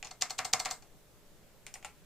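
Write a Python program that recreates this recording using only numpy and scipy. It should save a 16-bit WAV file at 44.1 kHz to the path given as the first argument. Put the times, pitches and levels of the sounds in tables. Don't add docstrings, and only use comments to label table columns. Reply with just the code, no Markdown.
import sys
import numpy as np
from scipy import signal
from scipy.fft import rfft, irfft
from scipy.io import wavfile
from scipy.ndimage import uniform_filter1d

SR = 44100
rng = np.random.default_rng(int(sys.argv[2]) if len(sys.argv) > 2 else 0)


def to_wav(sig):
    pcm = np.clip(np.atleast_2d(sig), -1, 1) * 32767
    pcm = np.round(pcm).astype(np.int16)
    wavfile.write(sys.argv[1], SR, pcm.T)


N = 90404

# frequency in Hz, relative level in dB, T60 in seconds.
CASE_MODES = [(138, -24.5, 0.1), (258.4, -29, 0.68), (627, -20, 0.21), (693.7, -16.5, .22),
              (743.8, -2, 0.093), (817, -4.5, 0.043), (972, -12.5, 0.129), (1043, -29, 0.063),
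              (1143, -20, 0.16), (1209, -22, .17), (1310, -14.5, 0.15), (1723, -24, .16),
              (2077, -14.5, 0.12), (2120, -16, 0.2)]
# frequency in Hz, left-right correlation.
DIRECT_COHERENCE = [(100, .99), (3000, 0.99), (6000, .85), (9000, .3), (14000, .1)]
REVERB_COHERENCE = [(100, 0.97), (700, 0.97), (1400, 0.91), (2800, 0.81), (5000, 0.27), (7500, -0.21),
                    (12000, -0.18)]


def key_presses(out, common):
    # impact time in seconds, the six levels of strike() in dB, scrape length in seconds,
    # scrape level in dB.
    presses = [(0.2214, -21, -37.5, -34.5, 4, 3, 4.5, 0.012, -33.5),
               (0.3899, -18.5, -33, -30.5, 1, -9, -2.5, 0.011, -36),
               (0.5352, -12, -29, -28, -2.5, -4, 0.5, .007, -25.5),
               (0.657, -21, -33.5, -31.5, 0.5, -8, -2, 0.01, -37.5)]
    # frequency in Hz, relative level in dB.
    clack_tone = [(100, -32), (400, -18), (750, -10), (1400, -7), (2200, 1.5), (3300, -5), (4300, 5),
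                  (5300, 6.5), (7000, 7.5), (8500, -6), (10500, -21), (15500, -25)]
    tail_tone = [(60, -14), (135, -4.5), (215, -11.5), (360, -24.5), (460, -6.5), (530, -10), (630, -2.5),
                 (760, 1), (880, -3.5), (1200, 0), (1550, -4), (2100, -1.5), (3200, -9), (4200, -5.5),
                 (5200, -3), (7200, -2), (8500, -11), (10300, -22.5), (11600, -19), (15500, -35)]
    desk_thud = ring([(156.5, -24.5, 0.2)])
    for s, *levels, scrape_s, scrape_db in presses:
        add(out, s - scrape_s, amp(scrape_db) * scrape(scrape_s))
        add(out, s, strike(common, clack_tone, tail_tone, CASE_MODES, levels, 0.00084, 0.0018))
        case_db = levels[2]
        add(out, s, amp(case_db) * desk_thud)


def key_releases(out, common):
    # impact time in seconds, the six levels of strike() in dB, scrape length in seconds,
    # scrape level in dB, spring level in dB.
    releases = [(0.1108, -42, -52, -43.5, 0, 1.1, -4.3, 0.0046, -48, -48),
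                (0.3045, -33, -42.5, -37, 0, 0.4, 0.44, 0.01, -41.5, -38),
                (.4492, -30, -39.5, -34, 0, 0, 0.72, 0.0048, -34, -48.5),
                (0.5989, -29.5, -38.5, -32.5, 0, 0, 1, 0.0066, -37, -34),
                (0.7093, -32.5, -40.5, -35.5, 0, 2.2, 3.1, 0.0073, -43, -38.5)]
    # frequency in Hz, relative level in dB.
    clack_tone = [(100, -32), (400, -20), (750, 3.5), (1400, -38), (2200, 1), (3200, -2.5), (4500, 1.5),
                  (7300, 7.5), (8500, -24), (10300, -18), (11700, -10.5), (15500, -16)]
    tail_tone = [(60, -16), (135, -3.5), (250, -16), (300, -14.5), (480, -3.5), (550, -9.5), (650, -10.5),
                 (820, 0), (1100, -6.5), (1600, -5.5), (2200, -12), (3200, -11.5), (4500, -5), (6000, -8.5),
                 (8200, -1.5), (8900, -19), (10600, -22.5), (11600, -15), (13000, -27.5), (15500, -24)]
    # frequency in Hz, relative level in dB, T60 in seconds.
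    spring_modes = [(2130, -32, 0.053), (4380, 3, 0.048), (5940, -6.5, 0.091), (7300, -11, 0.056),
                    (8150, -16.5, 0.051)]
    for s, *levels, scrape_s, scrape_db, spring_db in releases:
        add(out, s - scrape_s, amp(scrape_db) * scrape(scrape_s))
        add(out, s, strike(common, clack_tone, tail_tone, CASE_MODES, levels, 0.0017, 0.0033))
        add(out, s, amp(spring_db) * ring(spring_modes))


def light_touches(out, common):
    # start in seconds, the six levels of strike() in dB, cap pitch in Hz, cap level in dB.
    touches = [(0.027, -32, -48, -43.5, 2, -1, -17, 2450, -35),
               (.0462, -32, -58, -51, -24, -7, -12, 6900, -42),
               (0.0483, -39, -45, -57, -6.5, 2.5, -9, 4340, -42.5),
               (.0708, -41, -53.5, -67, -3, 5, -11, 6950, -64), (.6888, -48, -56, -60, -3, 3, 1, 4360, -40),
               (0.8228, -49, -57.5, -55, -5.5, 0.5, -9, 4470, -52.5),
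               (1.6655, -42, -53.5, -59, 3, 4, 7, 2200, -43),
               (1.7399, -43, -55.5, -53, -3, 9.5, 11.5, 5720, -38),
               (1.7547, -36.5, -50, -55, -3, -16, -3, 1925, -42),
               (1.8266, -46, -60, -53.5, 2, -5, -8, 2430, -60),
               (1.8465, -34, -43.5, -38, -1, -3.5, 0.5, 1364, -40)]
    # frequency in Hz, relative level in dB.
    tick_tone = [(100, -33), (400, -21), (800, -8), (1100, -13), (1400, -7), (1750, 2), (2450, 4.5),
                 (3300, -2), (4300, -5.5), (5600, -2), (7000, 3.5), (9000, -7.5), (11000, -12),
                 (15500, -19)]
    tail_tone = [(60, -7.5), (350, -12), (650, -0.5), (820, 1), (1100, -4), (1400, -4), (1750, -2),
                 (2400, 4.5), (3500, -6), (5000, -5.5), (7200, -4.5), (8200, -5.5), (9300, -6),
                 (10500, -20), (11600, -23), (15500, -25)]
    # frequency in Hz, relative level in dB, T60 in seconds.
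    deck_modes = [(763, -8, 0.094), (840, -9.5, 0.18), (1344, -18.5, 0.27), (2580, -11.5, 0.034),
                  (7160, -4, 0.049)]
    cap_t60_s = 0.025
    for s, *levels, cap_hz, cap_db in touches:
        add(out, s, strike(common, tick_tone, tail_tone, deck_modes, levels, 0.00095, 0.0012))
        add(out, s, ring([(cap_hz, cap_db, cap_t60_s)]))


def strike(common, contact_tone, tail_tone, modes, levels, rise_s, decay_s):
    contact_db, tail_db, modes_db, mids_db, treble_db, top_db = levels
    key_tone = [(900, 0.005), (2300, mids_db), (6000, treble_db), (11000, top_db)]
    out = amp(tail_db) * colour(reverberation(common), tail_tone, key_tone)
    add(out, 0, amp(contact_db) * colour(contact(rise_s, decay_s), contact_tone, key_tone))
    add(out, 0, amp(modes_db) * ring(modes))
    return out


def contact(rise_s, decay_s, size=1024):
    t = np.arange(size) / SR
    envelope = np.minimum(t / rise_s, 1) * np.exp(-np.maximum(t - rise_s, 0) / decay_s)
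    spectrum = rfft(noise(DIRECT_COHERENCE, size) * envelope)
    magnitude = np.sqrt(np.mean(abs(spectrum) ** 2, axis=0) + 1e-12)
    whitened = irfft(spectrum / magnitude, size)
    burst = unit(whitened * np.sqrt(envelope))
    return burst * np.sqrt(np.mean(envelope ** 2))


def ring(modes, size=16384):
    t = np.arange(size) / SR
    wave = sum((-1) ** k * amp(db - 60 * t / t60) * np.sin(2 * np.pi * hz * t)
               for k, (hz, db, t60) in enumerate(modes))
    onset = 1 - np.exp(-t / 0.00023)
    return np.tile(wave * onset, (2, 1))


def scrape(length_s, rise_s=0.0039, grain_db=4, size=1024):
    # frequency in Hz, relative level in dB.
    friction_tone = [(100, -31.5), (600, -5.5), (1500, -14.5), (2500, -4), (4200, 0), (5500, -2.5),
                     (7100, 0.5), (8500, -5), (10500, -19), (15500, -16)]
    t = np.arange(size) / SR
    grain = unit(amp(grain_db * wander(size, span=50)))
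    envelope = np.minimum(t / rise_s, 1) ** 2 * np.exp(-np.maximum(t - length_s, 0) / 0.00067)
    return colour(noise(DIRECT_COHERENCE, size) * grain * envelope, friction_tone)


def reverberation(common, shared=0.63, build_s=0.0015, early_gain=0.74, early_s=0.0096):
    # frequency in Hz, reverberation time in seconds.
    room_t60 = [(120, 0.12), (400, 0.21), (800, 0.25), (2000, .21), (4500, 0.18), (8000, 0.19),
                (14000, 0.22)]
    size = common.shape[1]
    t = np.arange(size) / SR
    source = np.sqrt(shared) * common + np.sqrt(1 - shared) * noise(REVERB_COHERENCE, size)
    hz, frame_s, bands = signal.stft(source, SR, nperseg=256)
    decay = amp(-60 * frame_s / read(room_t60, hz)[:, None])
    tail = signal.istft(bands * decay, SR)[1][:, :size]
    build_up = 1 - np.exp(-t / build_s)
    desk_boost = 1 + early_gain * np.exp(-t / early_s)
    return tail * build_up * desk_boost


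def keyboard():
    # frequency in Hz, left minus right level in dB.
    left_lead = [(100, -1), (900, 0), (4000, 0), (5300, -3.5), (6300, 1.5), (7200, 7), (8300, 6),
                 (10000, 3), (13000, -1.5)]
    out = np.zeros((2, N))
    common = noise(REVERB_COHERENCE, size=16384)
    key_presses(out, common)
    key_releases(out, common)
    light_touches(out, common)
    lead_db = read(left_lead, bins(2 * N))
    balance = amp([lead_db / 2, -lead_db / 2])
    return irfft(rfft(out, 2 * N) * balance)[:, :N]


def fan(air_db=-59, flicker_db=1.0, hum_gain_db=1.5, waver_hz=3):
    # frequency in Hz, relative level in dB.
    air_tone = [(15, 7), (30, -4), (45, -8), (62, -2.5), (88, -15), (120, -9), (165, -5.5), (240, -12),
                (420, -12), (600, -14), (780, -17.5), (1200, -21), (2500, -23.5), (5000, -26), (7800, -25),
                (9000, -28.5), (14500, -27), (15500, -35.5)]
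    hum_tones = [(118.4, -76.5), (414.5, -78), (592.2, -81)]
    # frequency in Hz, left-right correlation.
    air_coherence = [(30, 0.35), (120, 0.56), (400, 0.72), (1500, .55), (4000, 0.19), (12000, 0.13)]
    air = irfft(rfft(noise(air_coherence, N)) * amp(read(air_tone, bins(N))), N)
    bands = signal.stft(air, nperseg=1024)[2]
    flicker = uniform_filter1d(rng.standard_normal(bands.shape[1:]), size=10, axis=0)
    flicker = unit(uniform_filter1d(flicker, size=6, axis=1))
    air = unit(signal.istft(bands * amp(flicker_db * flicker))[1][:, :N])
    hum = 0
    for hz, db in hum_tones:
        pitch_hz = hz + waver_hz * wander(N, span=3000)
        hum = hum + amp(db) * np.sqrt(2) * np.sin(2 * np.pi * np.cumsum(pitch_hz) / SR)
    return amp(air_db) * air + amp(hum_gain_db) * hum


def noise(coherence, size):
    mid, side = np.exp(2j * np.pi * rng.random((2, size // 2 + 1)))
    angle = np.arccos(np.clip(read(coherence, bins(size)), -1, 1)) / 2
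    mid, side = mid * np.cos(angle), side * np.sin(angle)
    return unit(irfft(np.array([mid + side, mid - side]), size))


def colour(x, tone, extra=((1, 0), (2, 0)), size=2048):
    gain = unit(amp(read(tone, bins(size)))) * amp(read(extra, bins(size)))
    cepstrum = irfft(np.log(gain + 1e-6))
    cepstrum[1:size // 2] *= 2
    cepstrum[size // 2 + 1:] = 0
    impulse_response = irfft(np.exp(rfft(cepstrum)))
    return signal.fftconvolve(x, impulse_response[None], axes=1)


def wander(size, span):
    return unit(uniform_filter1d(rng.standard_normal(size), size=span))


def amp(db):
    return 10 ** (np.asarray(db) / 20)


def unit(x):
    return x / np.sqrt(np.mean(x ** 2) + 1e-20)


def read(points, hz):
    f, value = np.transpose(points)
    return np.interp(np.log(hz + 1), np.log(f + 1), value)


def bins(size):
    return np.fft.rfftfreq(size, 1 / SR)


def add(mix, s, sound):
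    part = mix[:, max(round(s * SR), 0):][:, :sound.shape[1]]
    part += sound[:, :part.shape[1]]


def scene():
    return keyboard() + fan()


def record(dry):
    cutoff_hz = 15600
    lowpass = signal.firwin(255, cutoff_hz, window=("kaiser", 8), fs=SR)
    return signal.oaconvolve(dry, lowpass[None], "same")


dry = scene()
out = record(dry)
to_wav(out)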